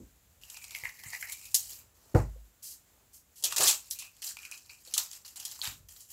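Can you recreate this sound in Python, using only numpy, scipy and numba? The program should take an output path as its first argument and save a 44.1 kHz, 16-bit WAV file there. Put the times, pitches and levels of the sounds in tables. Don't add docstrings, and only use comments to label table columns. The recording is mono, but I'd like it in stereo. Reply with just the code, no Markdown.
import sys
import numpy as np
from scipy import signal
from scipy.fft import rfft, irfft
from scipy.io import wavfile
from scipy.ndimage import uniform_filter1d
from numba import njit

SR = 44100
rng = np.random.default_rng(int(sys.argv[2]) if len(sys.argv) > 2 else 0)


def transcribe(signal):
    frames = np.atleast_2d(signal).T
    limited = np.clip(frames, -1, 1)
    pcm = np.round(limited * 32767).astype(np.int16)
    wavfile.write(sys.argv[1], SR, pcm)


def volts(x):
    e = np.asarray(x, float) / 20
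    return 10 ** e


N = 269892
TIME = np.arange(N) / SR

# (time [s], level [dB], width [s])
RUMBLE_SWELLS = [
    (-.05, -37, 0.033),
    (.9, -68, 1),
    (1.701, -72, 0.13),
    (3.802, -74, 0.22),
    (4.96, -87, 0.17),
    (5.76, -59, 0.12),
]
RUMBLE_DB = -71.5
# (frequency [Hz], density [dB per Hz])
HISS_SPECTRUM = [(94, -33), (160, -2.5), (339, -6), (419, -8), (528, -7), (855, -10.5), (1190, -10.5),
                 (3490, -13.5), (3920, -13.5), (5600, -14.5), (7300, -7.5), (9000, -16), (13500, -10.5),
                 (16000, -13.5)]
HISS_DB = -62

# (time [s], level [dB], best-excited frequency [Hz], spread [octaves], foil rattle [dB])
BLOWS = [(.001, -35.5, 222, 0.36, -62), (0.02, -47, 58.6, 0.41, -47), (0.831, -53, 240, 1.5, -50),
         (1.06, -50.5, 139, 0.53, -50), (2.1432, -17.5, 253, 0.53, -33), (2.1504, -15, 114, 1.6, -42.5),
         (2.156, -18.5, 410, 0.72, -38), (2.193, -30.5, 144, 0.29, -28), (2.269, -33.5, 59.6, 0.2, -45),
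         (2.359, -52.5, 533, 0.2, -35), (3.525, -58, 140, 0.23, -50.5), (3.562, -49, 250, 0.27, -50),
         (3.599, -41, 135, 0.15, -46), (3.66, -53.5, 75, 0.49, -48), (4.873, -56.5, 460, 0.55, -63),
         (5.52, -67, 100, 0.67, -55), (5.675, -48.5, 80, 0.93, -47), (5.72, -52, 237, 0.18, -45),
         (5.803, -65, 101, 0.57, -40)]
# (frequency [Hz], level [dB], t60 [s])
TRAY_MODES = [(53.4, -7, 0.66), (65.1, -9.5, 0.26), (73, -15, 0.13), (100, 0.5, 0.21), (114.7, 0.5, 0.14),
              (136.4, -9, .3), (166.7, -11, 0.098), (253, -13.5, 0.13), (317, -16, 0.052), (329, -2, 0.073),
              (437, -28.5, 0.071), (460, -16, 0.14), (498.5, 0.5, 0.086), (642, -3, 0.1), (826, 0, 0.14),
              (950, -13, 0.2), (1235, -25.5, 0.14), (1494, -23, 0.089), (1950, -29, 0.11)]

# (time [s], length [s], level [dB], low edge [Hz], high edge [Hz])
PITH_PATCHES = [
    (.001, .04, -62, 6000, 8500),
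    (2.627, 0.092, -38, 3970, 14600),
    (3.132, 0.035, -47, 5030, 14800),
    (3.357, 0.06, -48, 4200, 14900),
    (3.903, 0.011, -35, 7000, 15070),
    (4.398, 0.14, -56.5, 1210, 2020),
    (5.361, .06, -53, 2560, 3400),
    (5.631, 0.044, -37, 1130, 3280),
]
PITH_FALL_DB_PER_S = 306

# (time [s], frequency [Hz])
GAP_TUNING = [(.4, 2926), (.62, 2396), (.75, 2226), (.85, 1950), (1.25, 1930), (1.42, 2400), (1.6, 2760),
              (2.15, 1765), (2.6, 2548), (4.2, 2590), (4.3, 1792), (4.36, 1714), (4.37, 2480), (4.85, 2512),
              (5.4, 3035), (5.615, 4000), (5.66, 3605)]
GAP_Q, GAP_WIDTH_HZ = 5., 440.
GAP_POP = 2
GAP_FLICKER_DB = 3.
# (time [s], peak [dB], burst t60 [s], gap ring [dB], flesh [dB])
GAP_SNAPS = [(0.4134, -42, 0.016, -12, -24), (0.435, -22.5, 0.0053, -14, -32),
             (0.4995, -26, 0.034, -22, -38), (0.57, -24, 0.016, -14, -13), (0.6168, -46, 0.015, 8.5, -28),
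             (0.6415, -24.5, 0.018, -17, -20), (0.7078, -26, 0.016, -38, -11),
             (0.749, -19, 0.0086, 2, -27), (.7585, -26.5, 0.013, 3, -28), (.786, -25, 0.011, -7, -33),
             (0.8364, -35, 0.0075, 4, 10.5), (0.8542, -28.5, 0.0055, 17, 10.5),
             (0.8667, -38, 0.0087, 6, -30), (.912, -49, .008, 0, -20), (0.992, -38, 0.013, -6, -27),
             (1.036, -31.5, 0.027, -32, -1.5), (1.1024, -31.5, 0.036, -20, -29),
             (1.1324, -32.5, 0.0099, 10.5, 13), (1.143, -40, .012, 10, -9),
             (1.2261, -30, 0.012, 18.5, -22), (1.237, -45, 0.014, 9, -10), (1.251, -42, 0.011, -1, -11),
             (1.2972, -29.5, 0.018, -7, -18), (1.4134, -33, 0.006, -7, -13),
             (1.453, -35.5, 0.063, -12, -29.5), (1.514, -41, 0.049, -32, -39.5),
             (2.1475, -46, 0.042, 0, 32), (2.1904, -32, 0.012, -19.5, -7),
             (3.523, -14.5, 0.038, -29, -5), (3.6058, -11.5, 0.15, -26, -6), (4.022, -29, 0.046, -7, -11),
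              (4.3114, -43, 0.011, 12.5, -29), (4.3686, -24.5, 0.018, -5.5, -9.5),
              (4.388, -35, .01, 1.5, -30), (4.41, -36, .006, -8, -14.5), (4.43, -32.5, 0.016, -2.5, -43),
              (4.451, -26.5, 0.02, -3, -39), (4.513, -19, 0.016, -38, -14),
              (4.522, -29.5, 0.0094, 0.5, -37), (4.541, -41.5, 0.012, 8.5, -34),
              (4.6987, -34, 0.01, -2, -32), (4.9646, -26, 0.02, -26, 2), (5.3987, -24, 0.069, -21, -26),
              (5.5915, -39, 0.011, -20, 8.5), (5.6156, -15, 0.008, 2.5, -18),
              (5.6541, -13.5, 0.0074, -1.5, -20), (5.886, -38, 0.032, -15, -31),
              (5.963, -42.5, 0.0063, 4, 3)]
# (time [s], peak [dB], burst t60 [s], depth [dB])
SKIN_SNAPS = [(1.2097, -36, 0.0085, -19), (1.321, -24, 0.075, -11), (1.544, -7.5, 0.023, -51),
              (1.5496, -7.5, .03, -44), (1.56, -16, 0.037, -36), (1.7037, -22, 0.0043, -38),
              (1.843, -52, .006, -34), (1.9775, -57, .006, -43), (2.0213, -49, 0.0076, -44.5),
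              (2.624, -44, .024, -29), (3.141, -46, 0.018, -34.5), (3.3632, -42.5, 0.063, -35),
              (3.4245, -25.5, 0.085, -46), (3.4382, -7.5, 0.075, -59), (3.442, -8.5, 0.07, -50),
              (3.452, -10.5, 0.061, -50), (3.5621, -28, .03, -34), (3.567, -8, 0.017, -20),
              (3.585, -13, 0.011, -30), (3.636, -13, 0.022, -32), (3.667, -11.5, 0.036, -25),
              (3.673, -4, 0.066, -32), (3.679, -3, 0.098, -26), (3.699, -8.5, 0.034, -31),
              (3.71, -10, 0.055, -26), (3.9096, -14, 0.03, -50), (3.988, -24.5, 0.13, -44),
              (4.1664, -36, 0.013, -19),
              (4.2194, -45, 0.0092, -34), (4.226, -34, 0.0084, -29), (4.2497, -24, 0.011, -28),
             (4.268, -18, 0.017, -42), (4.29, -18, .008, -27), (4.5747, -33.5, 0.072, -37),
             (4.661, -34, 0.0092, -30), (4.6939, -51, 0.08, 9), (4.8498, -32, 0.02, -30),
             (4.8726, -35, 0.11, -11), (4.938, -10.5, 0.086, -27), (4.9709, -19, 0.0085, -23),
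             (4.978, -3.5, 0.041, -19), (5.1136, -21, 0.014, -37), (5.131, -25.5, 0.027, -25),
             (5.2479, -41.5, 0.044, 3.5), (5.2785, -31.5, 0.059, -30), (5.3582, -28.5, 0.069, -14),
             (5.4508, -16.5, 0.063, -33), (5.513, -24.5, 0.031, -44.5), (5.557, -36, .015, -20),
             (5.6235, -16.5, 0.009, -22), (5.6738, -16, 0.01, -2), (6.0042, -38, 0.22, -37),
             (6.102, -34.5, 0.053, -23)]
SKIN_HZ, SKIN_RING_DB, SKIN_FLESH_DB = 4530, -2, -7.5

# (start [s], length [s], start level [dB], end level [dB], depth [dB])
PULLS = [(0.417, 0.1, -54.5, -49.5, -9.5), (0.521, 0.17, -48, -50.5, -6.5),
         (0.689, 0.059, -46.5, -46.5, -2.5), (0.753, 0.065, -47, -47.5, -1),
         (0.845, 0.018, -47, -48.5, 8), (0.861, 0.016, -52, -48.5, 9.5),
         (0.894, 0.12, -59, -52, -3.5), (1.025, 0.14, -50, -48, 1), (1.132, 0.0086, -48, -47, 6.5),
         (1.169, 0.045, -61, -43.5, -11), (1.222, 0.036, -47.5, -54.5, 10.5),
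         (1.271, 0.037, -47, -44.5, 0), (1.347, 0.47, -52.5, -63, -6),
         (1.542, 0.019, -24, -33, -30.5), (1.595, 0.14, -46.5, -45, -27),
         (1.71, 0.016, -41.5, -52, -25), (1.732, 0.049, -69, -48.5, -15.5),
         (1.944, 0.18, -64.5, -61.5, -26), (2.156, 0.048, -44.5, -48, 0),
         (2.627, 0.015, -55, -44, -38), (2.65, 0.094, -48, -52, -37), (3.119, 0.028, -69, -52, -33),
         (3.315, 0.072, -78.5, -47.5, -56), (3.448, 0.011, -32.5, -29.5, -9.5),
                (3.501, 0.017, -40, -33, -5.5), (3.562, 0.1, -22, -22.5, -9),
                (3.601, 0.11, -25.5, -22.5, -9.5), (3.822, 0.048, -56.5, -52, -11),
                (3.911, 0.014, -34, -40, -43), (3.932, 0.12, -62, -47.5, -2), (4.115, 0.16, -63, -53, -17),
                (4.214, 0.073, -35.5, -33, -26), (4.368, 0.084, -57, -43.5, -10.5),
                (4.5, 0.039, -47, -43, -11), (4.593, 0.12, -59.5, -55.5, -12),
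                (4.692, 0.041, -54.5, -50.5, -3.5), (4.77, 0.1, -57, -57, -26),
                (4.86, 0.084, -53.5, -47, -13), (4.97, 0.028, -31, -27.5, -10.5),
                (5.072, 0.084, -51, -42.5, -19.5), (5.244, 0.067, -45, -49.5, -16.5),
                (5.358, 0.11, -40, -49, -14.5), (5.454, 0.15, -43, -44, -15.5),
                (5.623, 0.058, -36.5, -34.5, -3), (5.885, 0.16, -50, -59.5, -20),
                (6.078, 0.047, -63, -42, -18)]
BREAK_REACH_S = .02
RELEASE_DB_PER_S, DEEP_RELEASE_DB_PER_S = 281, 334.5
RIP_FROM_DB, RIP_DAMPS = -44, 0.29
FLESH_UNDER_GAP_DB, FLESH_SHARE = -11, 0.53
PATCH_EDGES_HZ = [300, 3500, 6500, 10000, 20000]
PATCHY_DB = 1.6

# (frequency [Hz], density [dB per Hz])
FIBRE_SPECTRUM = [(1060, -67), (1800, -13), (2400, -15), (3120, -0.5), (4940, 4), (5600, 3.5), (6240, 3),
                  (7340, 5), (8870, 0.5), (10900, 2.5), (15500, -10)]
# (time [s], level above 9 kHz [dB])
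BRIGHTNESS = [(.4, -1.5), (1.3, 7.5), (1.55, 8.5), (1.9, 0), (3.5, -4), (3.8, 0.5), (3.95, 3), (4.2, -3),
              (4.9, -2.5), (5.1, -3), (5.6, -0.5), (6.1, 5)]
LEFT_TREBLE_DB = 1
# (time [s], left minus right [dB])
HAND_SIDE = [(0.4, 0.5), (0.86, -1), (1.24, -2), (1.45, -1), (1.54, 0.5), (1.75, -3.5), (1.85, 0),
             (3.14, 0.5), (3.22, 0.5), (3.93, -1.5), (4.9, -0.6), (5.12, -1.5), (5.72, -0.5), (6.12, -1)]
# (time [s], cancelled share [0-1])
TRAY_MIRROR = [(.4, 0.06), (.9, 0.2), (1.2, 0.6), (1.45, 0), (1.55, 0.3), (1.7, 0.1), (2.7, 0.66),
               (3.4, 0.24), (3.6, 0), (4.2, .3), (4.6, 0.9), (5.0, 0.13), (5.3, 0.4), (5.6, 0.67),
               (5.65, 0.4), (6.0, 1)]
NOTCH_HZ, NOTCH_WIDTH_HZ = 3600, 600

# (time [s], hum level [dB])
CUP_CLOSURE = [
    (1.4, -49),
    (1.55, 12.5),
    (1.7, -18),
    (5.3, -34.5),
    (5.37, 4),
    (5.43, 3),
    (5.45, 4),
    (5.5, 4),
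    (5.58, -8),
    (5.63, -38.5),
]
CUP_HZ, CUP_WIDTH_HZ = 796, 39

# (time [s], level [dB], width [s])
SLIDES = [
    (1.72, -64.5, 0.017),
    (1.82, -71, 0.044),
    (2.07, -67, 0.11),
    (3.0, -72.5, 0.064),
]

# (time [s], level [dB], hold [s])
GROANS = [
    (3.444, -51.5, 0.155),
    (3.608, -34, 0.084),
]
GROAN_RISE_DB_PER_S, GROAN_SAG_DB_PER_S, GROAN_FALL_DB_PER_S = 670, 161, 265

# (frequency [Hz], t60 [s], echo against direct sound [dB])
WALLS = [(300, .26, -4), (1200, .24, -2), (3000, .22, -1), (7000, .2, -1), (13000, .16, -2)]
PORT_LAG = 13
STAND_LEAK_HZ = 16
PEAK_CEILING = 1.1


def unit(x):
    return x / np.sqrt(np.mean(x ** 2, axis=-1, keepdims=True))


def decay(t, t60):
    return np.exp(-np.log(1000) * t / t60)


def swell(s, width_s):
    return np.exp(-.5 * ((TIME - s) / width_s) ** 2)


def follow(points):
    return np.interp(TIME, *np.transpose(points))


def wobble(shape, samples):
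    return unit(uniform_filter1d(rng.standard_normal(shape), samples))


def band(x, lo_hz, hi_hz):
    return signal.sosfilt(signal.butter(2, [lo_hz, min(hi_hz, .49 * SR)], "band", fs=SR, output="sos"), x)


def colour(x, points):
    hz, db = np.transpose(points)
    size = 2 ** 11
    log_hz = np.log(np.fft.rfftfreq(size, 1 / SR) + 1)
    cepstrum = irfft(np.log(volts(np.interp(log_hz, np.log(hz), db))))
    cepstrum[1:size // 2] *= 2
    cepstrum[size // 2 + 1:] = 0
    taps = irfft(np.exp(rfft(cepstrum)))
    taps = np.atleast_2d(taps / np.linalg.norm(taps))
    return signal.oaconvolve(x, taps, axes=1)[:, :x.shape[1]]


@njit
def ring(x, hz, width):
    y, b, l = np.empty(len(x)), 0., 0.
    for i in range(len(x)):
        g, k = np.tan(np.pi * hz[i] / SR), width / hz[i]
        v = (b + g * (x[i] - l)) / (1 + g * (g + k))
        b, l, y[i] = 2 * v - b, l + 2 * g * v, k * v
    return y


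def ring_ports(ports, hz, width):
    return np.array([ring(port, np.full(N, 1. * hz), 1. * width) for port in ports])


def crackle(shape, per_s, scatter_db):
    happens = rng.random(shape) < per_s / SR
    strength = volts(scatter_db * np.minimum(rng.exponential(size=shape), 4))
    return unit(happens * strength * rng.standard_normal(shape))


def place(rows, times):
    out = np.zeros(N + rows.shape[1])
    starts = (np.array(times)[:, None] * SR).astype(int)
    np.add.at(out, starts + np.arange(rows.shape[1]), rows)
    return out[:N]


def background():
    mid, side = unit(band(rng.standard_normal((2, N)), 32.0, 97.5))
    swells = sum(volts(db) * swell(s, width_s) for s, db, width_s in RUMBLE_SWELLS)
    rumble = (mid + 0.5 * np.outer([1, -1], side)) * np.hypot(volts(RUMBLE_DB), swells)
    hiss = unit(colour(rng.standard_normal((2, N)), HISS_SPECTRUM))
    return rumble + hiss * volts(wobble(N, 5000)) * volts(HISS_DB - 1.5)


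def tray():
    s, db, best_hz, spread, foil_db = np.transpose(BLOWS)
    hz, mode_db, t60 = (c[:, None] for c in np.transpose(TRAY_MODES))
    t = np.arange(SR // 2) / SR
    rows = []
    for best, wide in zip(best_hz, spread):
        level_chance, tuning_chance = rng.standard_normal((2, len(hz), 1))
        reach = np.exp(-.5 * (np.log2(hz / best) / wide) ** 2)
        strength = reach * volts(mode_db + 0.88 * level_chance)
        modes = -strength * decay(t, t60) * np.sin(2 * np.pi * hz * (1 + 0.02 * tuning_chance) * t)
        buzz = band(rng.standard_normal(len(t)), best / 2 ** wide, best * 2 ** (1.8 * wide)) * decay(t, 0.23)
        buzz = volts(-18.5) / buzz[:SR // 20].std() * buzz
        rows.append(modes.sum(axis=0) + buzz)
    stilled = np.clip((.33 - t) / 0.045, 0, 1) * np.clip(t / 0.002, 0, 1)
    rattle = band(crackle((len(s), len(t)), per_s=5500, scatter_db=-7.0), 2500, 13000)
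    foil = rattle * decay(t, .08) * volts(foil_db)[:, None]
    return place((np.array(rows) * stilled + foil) * volts(db)[:, None], s)


def pith():
    out = 0
    for s, length, db, lo_hz, hi_hz in PITH_PATCHES:
        after = np.maximum(TIME - s - length, 0)
        level = volts(db - PITH_FALL_DB_PER_S * after) * (TIME > s)
        grains = crackle((2, N), per_s=18000, scatter_db=1)
        sizzle = band(band(grains, lo_hz, hi_hz), lo_hz, hi_hz)
        out = out + unit(sizzle) * level
    return out


def hollow(x, hz, width):
    return ring(ring(x, hz, width), hz, width)


def snap_rows():
    s, db, t60, gap_db, flesh_db = np.transpose(GAP_SNAPS)
    deep = [s, db, t60, np.interp(s, *np.transpose(GAP_TUNING)), gap_db, flesh_db]
    s, db, t60, depth_db = np.transpose(SKIN_SNAPS)
    pocket_hz = np.full(len(s), 1. * SKIN_HZ)
    skin = [s, db, t60, pocket_hz, depth_db + SKIN_RING_DB, depth_db + SKIN_FLESH_DB]
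    return np.hstack([deep, skin])


def snaps():
    s, db, t60, hz, gap_db, flesh_db = snap_rows()
    t = np.arange(4096) / SR
    shared, left, right = crackle((3, len(s), len(t)), per_s=30000, scatter_db=1.5)
    crack = 0.28 * decay(t, 0.0013) * np.cos(2 * np.pi * 7000 * t) + 0.46 * decay(t, 0.00029)
    crack = crack * volts(-.6 * np.clip(db + 27, 0, 30))[:, None]
    envelope = np.clip(t / 0.00033, 0, 1) * decay(t, np.clip(t60, .004, .3)[:, None])
    pop = GAP_POP * decay(t, 0.0024) * volts(db - 9.0)[:, None]
    ports = []
    for own in (left, right):
        burst = (crack + (0.5 * shared + own) * envelope) * volts(db - 5.0)[:, None]
        gap = np.array([hollow(row, np.full(len(t), f), f / GAP_Q) for row, f in zip(burst + pop, hz)])
        gap = gap * volts(gap_db + 23.5)[:, None]
        flesh = band(place(burst * volts(flesh_db + 12.0)[:, None], s), 828, 1600)
        ports.append([place(burst, s), place(gap, s), flesh])
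    return np.swapaxes(ports, 0, 1)


def tear_curves():
    power = np.full((3, N), 1e-12)
    breaks = snap_rows()[0]
    for s, length, start_db, end_db, depth_db in PULLS:
        to_break = breaks[np.argmin(abs(breaks - s))] - s
        if abs(to_break) < BREAK_REACH_S:
            s, length = s + to_break, max(length - to_break, 0)
        now = slice(int(s * SR), int((s + length) * SR) + SR // 4)
        t = TIME[now] - s
        after = np.maximum(t - length, 0)
        db = np.interp(t, [0, max(length, 1 / SR)], [start_db, end_db])
        fibre_db = db - RELEASE_DB_PER_S * after
        deep_db = db - DEEP_RELEASE_DB_PER_S * after
        rip_db = max(max(start_db, end_db) - RIP_FROM_DB, 0)
        gap_db = deep_db + depth_db - RIP_DAMPS * rip_db
        flesh_db = deep_db + FLESH_SHARE * depth_db + FLESH_UNDER_GAP_DB
        power[:, now] += volts(np.array([fibre_db, gap_db, flesh_db])) ** 2
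    return 10 * np.log10(power)


def tear(fibre_db, gap_db, flesh_db):
    common, left, right = crackle((3, N), per_s=11000, scatter_db=2.2)
    flutter = volts(2.4 * wobble(N, 260))
    grains = unit(0.7 * common + np.array([left, right])) * flutter
    hz = follow(GAP_TUNING)
    gap = unit(np.array([hollow(port, hz, GAP_WIDTH_HZ) for port in grains]))
    gap = gap * volts(GAP_FLICKER_DB * wobble(N, 900) + 2.5)
    fits = volts(PATCHY_DB * wobble((len(PATCH_EDGES_HZ) - 1, N), 500))
    ranges = zip(PATCH_EDGES_HZ, PATCH_EDGES_HZ[1:], fits)
    patchy = unit(sum(band(grains, lo, hi) * fit for lo, hi, fit in ranges))
    flesh = unit(band(grains, 706, 2000))
    return patchy * volts(fibre_db + 7), gap * volts(gap_db + 3), flesh * volts(flesh_db + 5.0)


def brighten(x):
    low = signal.sosfilt(signal.butter(1, 9000, fs=SR, output="sos"), x)
    treble_db = follow(BRIGHTNESS) + LEFT_TREBLE_DB * np.array([[1], [-1]])
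    return low + (x - low) * volts(treble_db)


def mirror(peel):
    dip = np.clip(follow(TRAY_MIRROR), 0, 1)
    return peel - dip * ring_ports(peel, NOTCH_HZ, NOTCH_WIDTH_HZ)


def cup_hum(flesh):
    return volts(follow(CUP_CLOSURE)) * ring_ports(flesh, CUP_HZ, CUP_WIDTH_HZ) * 2


def brush():
    rub = unit(band(crackle((2, N), per_s=4600, scatter_db=2.5), 300, 1100))
    return rub * sum(volts(db) * swell(s, width_s) for s, db, width_s in SLIDES)


def squeeze():
    lumps = unit(band(crackle(N, per_s=5100, scatter_db=0.5), 340, 1030))
    grip = 0
    for s, db, hold in GROANS:
        t = TIME - s
        rise = GROAN_RISE_DB_PER_S * np.maximum(-t, 0)
        sag = GROAN_SAG_DB_PER_S * np.clip(t, 0, hold)
        fall = GROAN_FALL_DB_PER_S * np.maximum(t - hold, 0)
        grip = grip + volts(db - rise - sag - fall)
    return lumps * grip


def room(x):
    t = np.arange(SR // 2) / SR
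    hz = np.array(WALLS)[:, 0]
    edges = np.r_[hz[0] / 2, np.sqrt(hz[1:] * hz[:-1]), 2 * hz[-1]]
    noise, echo = rng.standard_normal((2, len(t))), np.zeros((2, len(t)))
    for (_, t60, db), lo, hi in zip(WALLS, edges, edges[1:]):
        shape = decay(t, t60) * np.clip(t / 0.006, 0, 1)
        echo += band(noise, lo, hi) * shape / np.linalg.norm(shape) * volts(db)
    echo[0, 0] = echo[1, PORT_LAG] = 1
    return signal.oaconvolve(x, echo / 2, axes=1)[:, :N]


def stand(thump):
    left = volts(-1.2) * signal.lfilter(*signal.butter(1, STAND_LEAK_HZ, "high", fs=SR), thump)
    return np.array([left, np.roll(thump, shift=7)])


def scene():
    fibre, gap, flesh = (a + b for a, b in zip(snaps(), tear(*tear_curves())))
    flesh = flesh + cup_hum(flesh)
    peel = brighten(colour(fibre, FIBRE_SPECTRUM)) + gap + flesh + pith()
    peel = mirror(peel * volts(np.outer([.5, -.5], follow(HAND_SIDE))))
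    thump = tray() + squeeze()
    return room(peel + volts(-21.0) * thump) + stand(thump) + background() + brush()


def low_pass(x):
    return signal.sosfilt(signal.butter(12, 16650, fs=SR, output="sos"), x)


def record(dry):
    low = signal.butter(4, 46, "high", fs=SR, output="sos")
    top = signal.ellip(6, .5, 36, 15600, fs=SR, output="sos")
    rounded = PEAK_CEILING * np.tanh(dry / PEAK_CEILING)
    mix = signal.sosfilt(np.r_[low, top], rounded)
    return low_pass(mix)


dry = scene()
out = record(dry)
transcribe(out)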